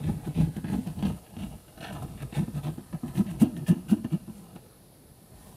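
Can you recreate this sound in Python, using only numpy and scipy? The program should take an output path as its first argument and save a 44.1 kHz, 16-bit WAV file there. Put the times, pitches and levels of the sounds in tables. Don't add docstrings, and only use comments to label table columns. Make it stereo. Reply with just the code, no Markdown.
import sys
import numpy as np
from scipy import signal
from scipy.io import wavfile
from scipy.ndimage import uniform_filter1d

SR = 44100
rng = np.random.default_rng(int(sys.argv[2]) if len(sys.argv) > 2 else 0)


def generate_wav(sig):
    pcm = np.round(np.clip(np.atleast_2d(sig).T, -1, 1) * 32767).astype(np.int16)
    wavfile.write(sys.argv[1], SR, pcm)


def volts_from_db(level):
    exponent = np.asarray(level, float) / 20
    return 10 ** exponent


N = 245189

# peak [t/s], length [t/s], level [level/dB], flute rate [f/Hz]
GRAZES = [(0.015, 0.019, -31.5, 160), (.146, 0.048, -34, 162.8), (.578, 0.018, -26, 191.9),
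          (.651, .014, -26, 176), (.983, 0.029, -31, 172), (1.138, 0.022, -38.5, 200.5),
          (1.338, 0.026, -41.5, 185), (1.384, .025, -39.5, 239.3), (1.417, 0.03, -32.5, 191.6),
          (1.45, 0.029, -33, 179.4), (1.52, 0.027, -41.5, 159.5), (1.553, .02, -43, 216),
          (1.82, .08, -54, 206.5), (1.925, 0.053, -36.5, 174), (1.975, .03, -42, 133.7),
          (2.041, 0.024, -28, 125.5), (2.11, 0.028, -40.5, 172), (2.165, 0.022, -40, 187.1),
          (2.231, 0.027, -30, 133.9), (2.494, 0.027, -37.5, 213), (2.792, .034, -40.5, 224),
          (3.085, 0.05, -35.5, 145), (3.281, 0.044, -33.5, 196), (3.343, 0.052, -34, 148.6),
          (3.522, 0.042, -37.5, 215.2), (3.573, 0.021, -30.5, 161.3), (3.619, .018, -28.5, 147.3),
          (3.76, 0.039, -38, 206.7), (3.832, 0.071, -46, 176.3), (3.98, .034, -37, 211.3)]
# peak [t/s], length [t/s], level [level/dB], rate [f/Hz]
SETTLES = [
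    (4.224, 0.044, -43, 201),
    (4.294, 0.019, -37, 227),
    (4.39, 0.082, -45.5, 188),
    (4.5, 0.04, -55, 184.2),
    (4.547, 0.03, -46.5, 187.9),
    (5.343, 0.034, -56, 191),
    (5.406, 0.042, -56, 231),
    (5.486, 0.081, -52, 185),
]
# peak [t/s], rise [t/s], fall [t/s], level [level/dB], flute rate [f/Hz]
STROKES = [(0.044, .0067, 0.05, -26.5, 175), (0.1, .008, 0.0026, -17.5, 176),
           (0.28, .007, 0.011, -21.5, 160.7), (0.41, 0.02, 0.015, -16.5, 155.6),
           (0.484, 0.011, 0.0046, -24.5, 164), (0.681, .0068, 0.01, -28.5, 168),
           (0.718, 0.013, 0.0063, -29, 160), (0.75, .023, 0.011, -21.5, 184.4),
           (0.79, 0.00707, 0.0025, -21.5, 199), (0.88, 0.011, 0.014, -28.5, 173),
           (1.048, 0.0088, 0.03, -23, 193), (1.101, 0.0069, 0.0021, -22, 172),
           (2.398, 0.006, 0.0087, -19, 172), (2.573, .014, 0.014, -26, 145),
           (2.661, .0095, 0.0027, -25, 135), (2.685, .011, 0.017, -25.5, 166.3),
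           (2.953, 0.01, 0.004, -26.5, 168.3), (3.046, 0.0062, 0.0051, -28, 248),
           (3.18, 0.0091, 0.011, -21, 156), (3.204, 0.005, 0.006, -15.5, 195),
           (3.47, .008, 0.016, -30, 260), (3.765, 0.00606, 0.0093, -35.5, 215),
           (3.415, .005, .003, -21, 150), (3.902, .006, .006, -25, 140),
           (3.439, 0.00506, 0.004, -18.5, 311), (2.373, 0.0041, 0.0093, -21, 145.5),
           (2.434, .012, .003, -26, 180), (3.724, 0.00496, .006, -23, 245), (0.74, .005, 0.0089, -27, 265),
           (3.972, 0.0071, .012, -36, 287), (3.938, 0.0041, 0.0034, -25.5, 280),
           (4.057, 0.005, 0.0061, -30.5, 205), (3.87, .01, 0.0071, -41.5, 205),
           (4.134, 0.01, 0.0059, -31, 310), (3.926, .005, .004, -22.5, 333),
           (4.051, .003, 0.0026, -25, 315), (3.192, 0.0067, 0.0035, -32, 322),
           (1.05, 0.022, 0.029, -31, 266.6), (3.79, 0.0071, 0.0072, -39.5, 198),
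           (4.01, 0.013, 0.0076, -37.5, 220)]
# peak [t/s], rise [t/s], level [level/dB], flute rate [f/Hz], speed-up [Hz per s]
SPEEDING_FLICKS = [
    (3.430, .0065, -9.5, 225, 4500),
    (3.707, 0.00898, -12.5, 182, 1110),
    (3.927, .007, -11.5, 205, 3200),
    (4.142, .010, -19.5, 179.9, 1700),
]
HAND_MOVES = (0.28, 3.12)
# pitch [f/Hz], width [f/Hz], level with hand by the wall [level/dB], with hand mid-pad [level/dB]
WALLS = [(149.6, 54, 5.5, 3), (172, 13.3, 6.5, -21), (211.3, 48.3, -7.5, 2.5), (256.3, 8.7, 5.5, 2),
         (298.6, 10.5, 3, -4), (354, 29.4, -15, 5)]
# [f/Hz, f/Hz, level/dB, level/dB]
SKIN_MODES = [(480, 40, 7.5, 4), (599, 64, 5.5, 7), (745, 48, 3, 1), (841, 33.6, 8.5, 1), (985, 50, -6, 1),
              (1280, 72, -4.5, -1)]
# [f/Hz, f/Hz, level/dB, level/dB]
NAIL_MODES = [(1570, 54, -1, 8), (1670, 95, 7, -0.5), (1787, 55, -1.5, 10), (2180, 49, -1, -3),
              (2290, 60, -5, 0.5), (2434, 66, -7, -7.5), (2625, 15, -16, -8), (2916, 80, -8, -5),
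              (3167, 43, 1, -8), (3350, 70, -8, -8), (3700, 38, 0, -10), (3960, 100, -5, -13),
              (4103, 59, 3, -17), (4510, 210, -7.5, -14)]
# pitch [f/Hz], width [f/Hz], level [level/dB]
ROCKING_MODES = [(57.7, 26.6, 7.3), (115, 20.5, 6.3)]
WALL_TURNS = [0.073, -0.063, -0.13, 0.11, -0.17, 0.056]
SKIN_TURNS = [0.07, -0.15, 0.12, 0.2, -0.027, 0.3]
# time [t/s], weight on the box [level/dB], soft rub [level/dB]
HAND = [(0.0, -45, -32.5), (.06, -32.5, -47.5), (.32, -45.5, -41), (.4, -34.5, -69), (.59, -46.5, -37.5),
        (.74, -41.5, -63), (.88, -43.5, -38.5), (1.1, -38, -45), (1.31, -55, -43), (1.42, -42, -41.5),
        (1.64, -54.5, -47), (2.0, -41, -41), (2.85, -48.5, -43.5), (3.44, -45, -42), (4.68, -59, -56),
        (4.92, -60, -62), (5.56, -51.5, -51)]
# peak [t/s], touch-down to peak [t/s], fall [t/s], level [level/dB],
# nail share above skin [level/dB]
RASPS = [(0.064, 0.036, 0.034, -50, 0.5), (0.266, 0.031, 0.03, -52.5, -2.5),
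         (.376, 0.033, 0.013, -47.5, -0.5), (.411, 0.026, 0.039, -47, -1), (.694, 0.029, 0.067, -49, -1.5),
         (.736, 0.0035, 0.017, -43.5, -9.5), (1.086, 0.027, 0.03, -48, -4),
         (1.434, 0.047, 0.016, -49.5, -2), (1.541, 0.028, 0.0056, -50, -15), (1.812, .011, .015, -47, -2),
         (1.845, 0.02, 0.034, -40, -0.5), (1.905, 0.0085, 0.031, -48, -27),
         (2.229, 0.053, 0.0031, -49, -3.5), (2.371, 0.031, 0.022, -40, -2.5),
         (2.583, 0.039, 0.0099, -54, -1.5), (2.677, 0.041, 0.014, -41.5, -7.5),
         (3.036, 0.0035, 0.05, -54.5, -12), (3.187, 0.038, 0.016, -45.5, -2.5),
         (3.303, 0.039, 0.017, -54, 0), (3.436, 0.041, 0.018, -40.5, -8), (3.698, 0.034, 0.02, -41, -3.5),
         (3.93, 0.047, 0.0089, -43.5, -3.5), (4.135, 0.034, 0.015, -47, -5), (4.41, 0.25, 1, -64.5, -9.5),
         (5.46, 0.13, 0.089, -61, -13)]
# time [t/s], tap [level/dB], nail share [level/dB], scuff [level/dB]
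TAPS = [(0.085, -70, -17, -44), (0.565, -36, 1, -55), (.643, -34.5, -2.5, -44), (0.869, -38, -2, -53),
        (0.987, -46, -0.5, -48.5), (1.026, -31, -1, -41), (1.051, -40, -0.5, -40.5), (1.166, -65, -23, -52),
        (1.367, -39.5, 2, -64), (1.68, -54, -7, -52), (1.774, -51, -3, -49.5), (1.8, -46.5, 0, -68),
        (1.827, -44, -9, -64), (1.947, -47, -13, -39), (1.976, -51, -23, -48), (2.02, -64, -26, -41),
        (2.325, -41, -4, -44.5), (2.480, -37.5, -17, -73), (2.78, -39, -10, -51.5), (2.927, -44.5, -9, -38),
        (3.033, -36, -27, -69.5), (3.081, -43.5, 3.5, -54.5), (3.151, -42.5, -10, -52),
        (3.255, -41.5, -12, -58), (3.565, -44, 1, -51), (3.893, -51, -23, -40), (3.97, -57, -7, -53),
        (4.045, -32, -7.5, -41.5), (4.278, -43, -16, -56), (4.556, -47, -9, -46)]
# time [t/s], tap [level/dB], nail share [level/dB], scuff [level/dB]
SNAGS = [(0.229, -43, -16, -51), (0.547, -42, -3, -56), (0.677, -46, -20, -66), (0.732, -36, -1, -59),
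         (0.864, -30.5, -9, -63), (1.263, -55, 9, -70.5), (1.387, -47, -12, -55), (1.514, -37, -10, -66),
         (1.9, -40, -5, -64), (2.346, -32, -3, -71), (2.576, -37, -5, -56), (2.632, -41, -4, -56),
         (3.175, -28, -9, -63), (3.389, -40, -2, -64), (3.405, -36, 5, -58), (3.419, -23, -8, -64),
         (3.677, -39, -2, -65), (4.109, -34, -16, -66), (.054, -42, -8, -62), (.355, -39, -3, -60),
         (.374, -34, -2, -64), (.875, -34, -2, -62), (1.809, -42, -1, -56), (1.845, -35, 4, -62),
         (2.097, -49, -15, -67), (2.222, -32.5, 3, -60), (2.367, -31, -6, -64), (2.64, -33, -5, -59),
         (3.683, -33, -3, -60), (3.909, -35, -8, -62), (4.122, -38, -10, -62), (.713, -38, -3, -64),
         (1.07, -28, -5, -62)]
# peak [t/s], touch-down to peak [t/s], fall [t/s], level [level/dB]
FLICKS = [(0.092, 0.034, 0.052, -63), (0.278, 0.022, 0.017, -55), (0.41, 0.056, 0.081, -52.5),
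          (0.569, 0.0034, 0.008, -52), (0.728, 0.047, 0.12, -52.5), (0.873, 0.0068, 0.017, -56),
          (1.028, 0.0038, 0.0056, -49), (1.07, 0.021, 0.047, -53), (1.171, 0.009, 0.024, -63),
          (1.428, 0.046, 0.32, -65), (1.827, 0.015, 0.11, -61), (1.93, 0.0054, 0.033, -51.5),
          (2.029, 0.0044, 0.01, -49), (2.227, 0.0069, 0.0096, -52.5), (2.368, 0.029, 0.065, -48.5),
          (2.578, 0.03, 0.027, -55), (2.645, 0.018, 0.078, -54.5), (3.082, 0.023, 0.046, -56.5),
          (3.188, 0.042, 0.04, -47.5), (3.306, 0.004, 0.032, -53), (3.423, 0.024, 0.019, -38.5),
          (3.578, 0.016, 0.013, -55.9), (3.691, 0.023, 0.031, -40.5), (3.912, 0.025, 0.041, -44),
          (4.124, 0.01, 0.057, -57), (4.38, 0.086, 0.11, -62), (4.558, 0.0069, 0.012, -61),
          (5.44, 0.086, 0.35, -61.5)]
# [f/Hz], density [level/dB per Hz]
FIZZ = [(4500, -5), (6200, -6), (8000, -2.5), (9800, 1), (11500, -6.5), (14000, -4.5), (15800, -23)]
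# [f/Hz], likeness [-1 to 1]
FIZZ_LIKENESS = [(5000, 0.014), (8000, 0.37), (11000, 0.97)]
# [f/Hz], density [level/dB per Hz]
ROOM = [(20, -30), (50, 5), (88, -7.5), (130, 1.5), (230, -4.5), (480, -10), (1270, -24), (2200, -26.5),
        (3200, -26), (4300, -21), (6500, -33), (8600, -36), (9900, -19.5), (14300, -28), (15000, -38)]
# [f/Hz], likeness [-1 to 1]
ROOM_LIKENESS = [(60, 0.77), (130, 1), (290, 0.81), (640, 0.72), (1410, -0.023), (3100, -0.38),
                 (6820, 0.45), (10000, 1), (15000, 0.62)]
# [f/Hz], difference [level/dB]
LEAN = [(60, -5), (180, -2.5), (550, 4.5), (1650, 0.5), (4970, -1), (15000, 2)]
# from [f/Hz], to [f/Hz], share of time silent [%]
TOP_DROPOUTS = [(14650, 14900, 12.), (14900, 15150, 30.), (15150, 15450, 50.),
                (15450, 15800, 55.), (15800, 22050, 100.)]


def evened(x):
    return x / np.sqrt(np.mean(x ** 2) + 1e-20)


def read(points, hz):
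    f, value = np.transpose(points)
    return np.interp(np.log(hz + 1), np.log(f + 1), value)


def add(mix, first, sound):
    mix[..., first:first + sound.shape[-1]] += sound


def hand_track(times, values):
    return np.interp(np.arange(N) / SR, times, values)


def burst_times(peak, lead, fall):
    first = max(round((peak - lead) * SR), 0)
    last = min(round((peak + 6 * fall) * SR), N)
    return first, np.arange(first, last) / SR - peak


def swell(peak, rise, fall, db, steep_db):
    first, t = burst_times(peak, 3 * rise, fall)
    u = t / np.where(t < 0, max(rise, .003), max(fall, .003))
    skirt = np.where(t < 0, 0.7 * abs(u) ** 1.79, np.sqrt(1 + 4 * u ** 2) - 1)
    return first, t, volts_from_db(db - steep_db * skirt)


def touch(peak, rise, fall, db, climb_db, drop_db):
    first, t = burst_times(peak, rise + .03, fall)
    since_landing = t + rise
    landed = 0.069 + 0.71 / (1 + np.exp(np.clip(-since_landing / 0.00022, -50, 50)))
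    approach = np.clip(since_landing / 0.018 + 1, 0, 1)
    climb = climb_db * t / max(rise, .003)
    drop = -drop_db * (np.maximum(t, 0) / max(fall, .003)) ** 0.95
    shape_db = np.where(t < 0, climb, drop)
    return first, approach * landed * volts_from_db(db + np.clip(shape_db, -80, 6))


def slips(per_s, spread_db):
    size = volts_from_db(spread_db * np.minimum(rng.exponential(1, N), 5)) * rng.choice([-1., 1.], N)
    return evened(size * (rng.random(N) < per_s / SR))


def ring(x, modes, apart, wander_db=0):
    out = np.zeros((2, N))
    place = hand_track(HAND_MOVES, [0, 1])
    moving = wander_db > 0
    for k, ((hz, width, *db), turn) in enumerate(zip(modes, apart)):
        r = np.exp(-np.pi * width / SR)
        coupling = volts_from_db(db[0]) + (volts_from_db(db[-1]) - volts_from_db(db[0])) * place
        spots = np.linspace(0, N, 48)
        level, shift, bend = (np.interp(np.arange(N), spots, v) for v in rng.standard_normal((3, 48)))
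        pitch = hz * (1 + moving * 0.015 * bend)
        spin = np.exp(2j * np.pi * np.cumsum(pitch) / SR)
        drive = coupling * volts_from_db(wander_db * level) * x / spin
        rung = spin * signal.lfilter([1 - r], [1, -r], drive)
        right = np.exp(2j * np.pi * (turn + moving * 0.22 * shift)) * rung
        out += 2 * (-1) ** k * np.array([rung.real, right.real])
    return out


def stereo_noise(spectrum, likeness, patchy_db):
    frames, hz = N // 256 + 5, np.fft.rfftfreq(1024, 1 / SR)
    a, b, c, d, patches = rng.standard_normal((frames, 513, 5)).T
    patches = evened(uniform_filter1d(uniform_filter1d(patches, 10, 0), 10, 1))
    same = np.clip(read(likeness, hz), -1, 1)[:, None]
    left = a + 1j * b
    right = same * left + np.sqrt(1 - same ** 2) * (c + 1j * d)
    lean = read(LEAN, hz) / 2
    sides_db = np.array([lean, -lean])[:, :, None]
    z = np.array([left, right]) * volts_from_db(read(spectrum, hz)[:, None] + patchy_db * patches + sides_db)
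    return evened(signal.istft(z, nperseg=1024, noverlap=768)[1][:, :N])


def flute_bumps():
    rise_share = 0.42
    grazes = [(s, rise_share * length, (1 - rise_share) * length, db, hz)
              for s, length, db, hz in GRAZES + SETTLES]
    flicks = [(s, rise, 0.81 * rise, db, hz, speedup) for s, rise, db, hz, speedup in SPEEDING_FLICKS]
    push, effort = np.zeros(N), np.zeros(N)
    wobble = evened(uniform_filter1d(uniform_filter1d(rng.standard_normal(N), 200), 200))
    for peak, rise, fall, db, rate_hz, *speedup in grazes + STROKES + flicks:
        first, t, gain = swell(peak, rise, fall, db, steep_db=3.5)
        place = np.interp(peak, HAND_MOVES, [0, 1])
        glide = (1 - place) * -0.102 + place * np.clip(0.08 * (db + 25), -.12, .36)
        hz = rate_hz * (1 + glide * 0.85 * np.tanh(t / 0.0086))
        if speedup:
            hz = np.clip(rate_hz + speedup[0] * t, 120, 300)
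        uneven_hz = hz * (1 + 0.089 * wobble[first:first + len(t)])
        turn = 2 * np.pi * (rng.random() + np.cumsum(uneven_hz) / SR)
        add(push, first, gain * (0.93 * np.cos(turn) + 0.14 * np.cos(2 * turn)))
        add(effort, first, gain * (.55 if speedup else 1))
    push = signal.sosfilt(signal.butter(2, 95., "high", fs=SR, output="sos"), push)
    return push, effort


def stumbles(effort, jerks):
    low = signal.butter(4, [90, 420], "band", fs=SR, output="sos")
    knocks = effort * jerks
    for s, db, *_ in TAPS:
        knocks[round(s * SR)] -= volts_from_db(db + 42.0)
    return signal.sosfilt(low, knocks) / np.std(signal.sosfilt(low, jerks))


def rocking(effort):
    t, rock_db, _ = np.transpose(HAND)
    load = abs(uniform_filter1d(effort, 2500)) ** 0.36
    load /= uniform_filter1d(load, 20000) + 1e-4
    shake = ring(rng.standard_normal(N), ROCKING_MODES, [.14, -.1])
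    return volts_from_db(hand_track(t, rock_db)) * load * evened(shake)


def booms():
    push, effort = flute_bumps()
    jerks = slips(per_s=250., spread_db=1.5)
    stumble = stumbles(effort, jerks)
    walls = ring(push + 0.41 * stumble, WALLS, WALL_TURNS)
    heard = 0.39 * push + 0.086 * stumble + 0.54 * walls
    sides = volts_from_db(np.array([[-1.5], [1.4]]))
    air = ring(effort * jerks, SKIN_MODES, [.1, -.15] * 3)
    air /= np.std(ring(jerks, SKIN_MODES, np.zeros(len(SKIN_MODES))))
    return heard * sides + rocking(effort) + volts_from_db(-26.5) * air


def inside(x, t60, direct):
    t, out = np.arange(3000) / SR, 0
    for k in range(4):
        signs = rng.choice([-1., 1.], (2, len(t)))
        echoes = signs * (rng.random((2, len(t))) < .05) * volts_from_db(-60 * t / t60)
        echoes /= np.linalg.norm(echoes, axis=1, keepdims=True)
        echoes[:, 0] = direct
        away = (1.7 * np.arange(N) / SR - k) % 4 - 1
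        share = np.where(abs(away) < 1, np.cos(np.pi * away / 2), 0)
        out = out + signal.oaconvolve(share * x, echoes / np.sqrt(1 + direct ** 2), axes=1)[:, :N]
    return out


def rasps():
    t, _, rub_db = np.transpose(HAND)
    skin = volts_from_db(hand_track(t, rub_db) - 17.0)
    nail = skin * volts_from_db(-8.5)
    taps = TAPS + [(s, db - 6.5, *rest) for s, db, *rest in SNAGS]
    rise_s, fall_s = 0.0018, 0.0094
    scuffs = [(s + rise_s, rise_s, fall_s, scuff_db, nail_db) for s, _, nail_db, scuff_db in taps]
    for peak, rise, fall, db, nail_db in RASPS + scuffs:
        add(skin, *touch(peak, rise, fall, db, climb_db=15.0, drop_db=6.5))
        add(nail, *touch(peak, rise, fall, db + nail_db, climb_db=5.0, drop_db=7.0))

    clumps = volts_from_db(0.37 * evened(uniform_filter1d(rng.standard_normal(N), 150)))
    jerks = evened(clumps * slips(per_s=1400., spread_db=2.5))
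    skin, nail = skin * jerks, nail * jerks

    crackles = rng.choice([-1., 1.], (len(taps), 200)) * (rng.random((len(taps), 200)) < .1)
    if len(taps):
        crackles = rng.choice([-1., 1.], (len(taps), 200)) * (rng.random(200) < .1)
    snaps = np.exp(-np.arange(200) / 18.0) * crackles
    snaps[:, 0] = 3.13
    ticks = np.zeros(N)
    for (s, db, nail_db, _), snap in zip(taps, snaps):
        add(skin, round(s * SR), volts_from_db(db + 4.0) * snap)
        add(nail, round(s * SR), volts_from_db(db + nail_db - 4.0) * snap)
        add(ticks, round(s * SR), volts_from_db(db + .4 * nail_db + 9.0) * snap)

    edge = signal.sosfilt(signal.butter(2, [550, 2300], "band", fs=SR, output="sos"), ticks)
    out = np.array([edge, np.roll(edge, -4)])
    for drive, modes, edges_hz, share, apart in [(skin, SKIN_MODES, [380, 1000], .95, SKIN_TURNS),
                                                 (nail, NAIL_MODES, [1300, 3600], 1.1, [.26, -.25] * 7)]:
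        band = signal.butter(2, edges_hz, "band", fs=SR, output="sos")
        rung = ring(drive, modes, apart, wander_db=2.0) / np.std(ring(jerks, modes, apart))
        broad = signal.sosfilt(band, drive) / np.std(signal.sosfilt(band, jerks))
        out = out + rung + share * inside(broad[None], t60=0.02, direct=0.55)
    return out * volts_from_db(np.array([[-1.5], [.4]]))


def fizz():
    t, weight_db, rub_db = np.transpose(HAND)
    rustle_db = -53.5 + 0.26 * (weight_db - weight_db.mean()) + 0.22 * (rub_db - rub_db.mean())
    effort = volts_from_db(hand_track(t, rustle_db) - 7.5)
    for peak, rise, fall, db in FLICKS:
        add(effort, *touch(peak, rise, fall, db + 1.5, climb_db=10.0, drop_db=17.5))
    fibres = uniform_filter1d(slips(per_s=1400.0, spread_db=1.0) ** 2, 60)
    grain = volts_from_db(3.8 * evened(abs(fibres) ** 0.21))
    hiss = stereo_noise(FIZZ, FIZZ_LIKENESS, patchy_db=-1.2) * volts_from_db(np.array([[-1.6], [.7]]))
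    return effort * evened(grain / grain.mean() * hiss)


def room_tone():
    return volts_from_db(-53.5) * stereo_noise(ROOM, ROOM_LIKENESS, patchy_db=1.0)


def scene():
    return booms() + rasps() + fizz() + room_tone()


def band_limit(x):
    return signal.sosfilt(signal.butter(12, 15780, fs=SR, output="sos"), x)


def record(dry):
    x = signal.sosfilt(signal.butter(4, 38, "high", fs=SR, output="sos"), dry)
    _, _, z = signal.stft(x, nperseg=1024)
    hz = np.fft.rfftfreq(1024, 1 / SR)
    for lo_hz, hi_hz, silent_percent in TOP_DROPOUTS:
        band = (hz >= lo_hz) & (hz < hi_hz)
        power = uniform_filter1d((abs(z[:, band]) ** 2).mean((0, 1)), size=3)
        luck_db = 3.0 * np.repeat(rng.standard_normal(len(power)), 4)[:len(power)]
        power /= uniform_filter1d(power, size=60) ** .9 * volts_from_db(luck_db)
        z[:, band] *= power > np.percentile(power, silent_percent)
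    mix = signal.istft(z, nperseg=1024)[1][:, :N]
    return band_limit(mix)


dry = scene()
out = record(dry)
generate_wav(out)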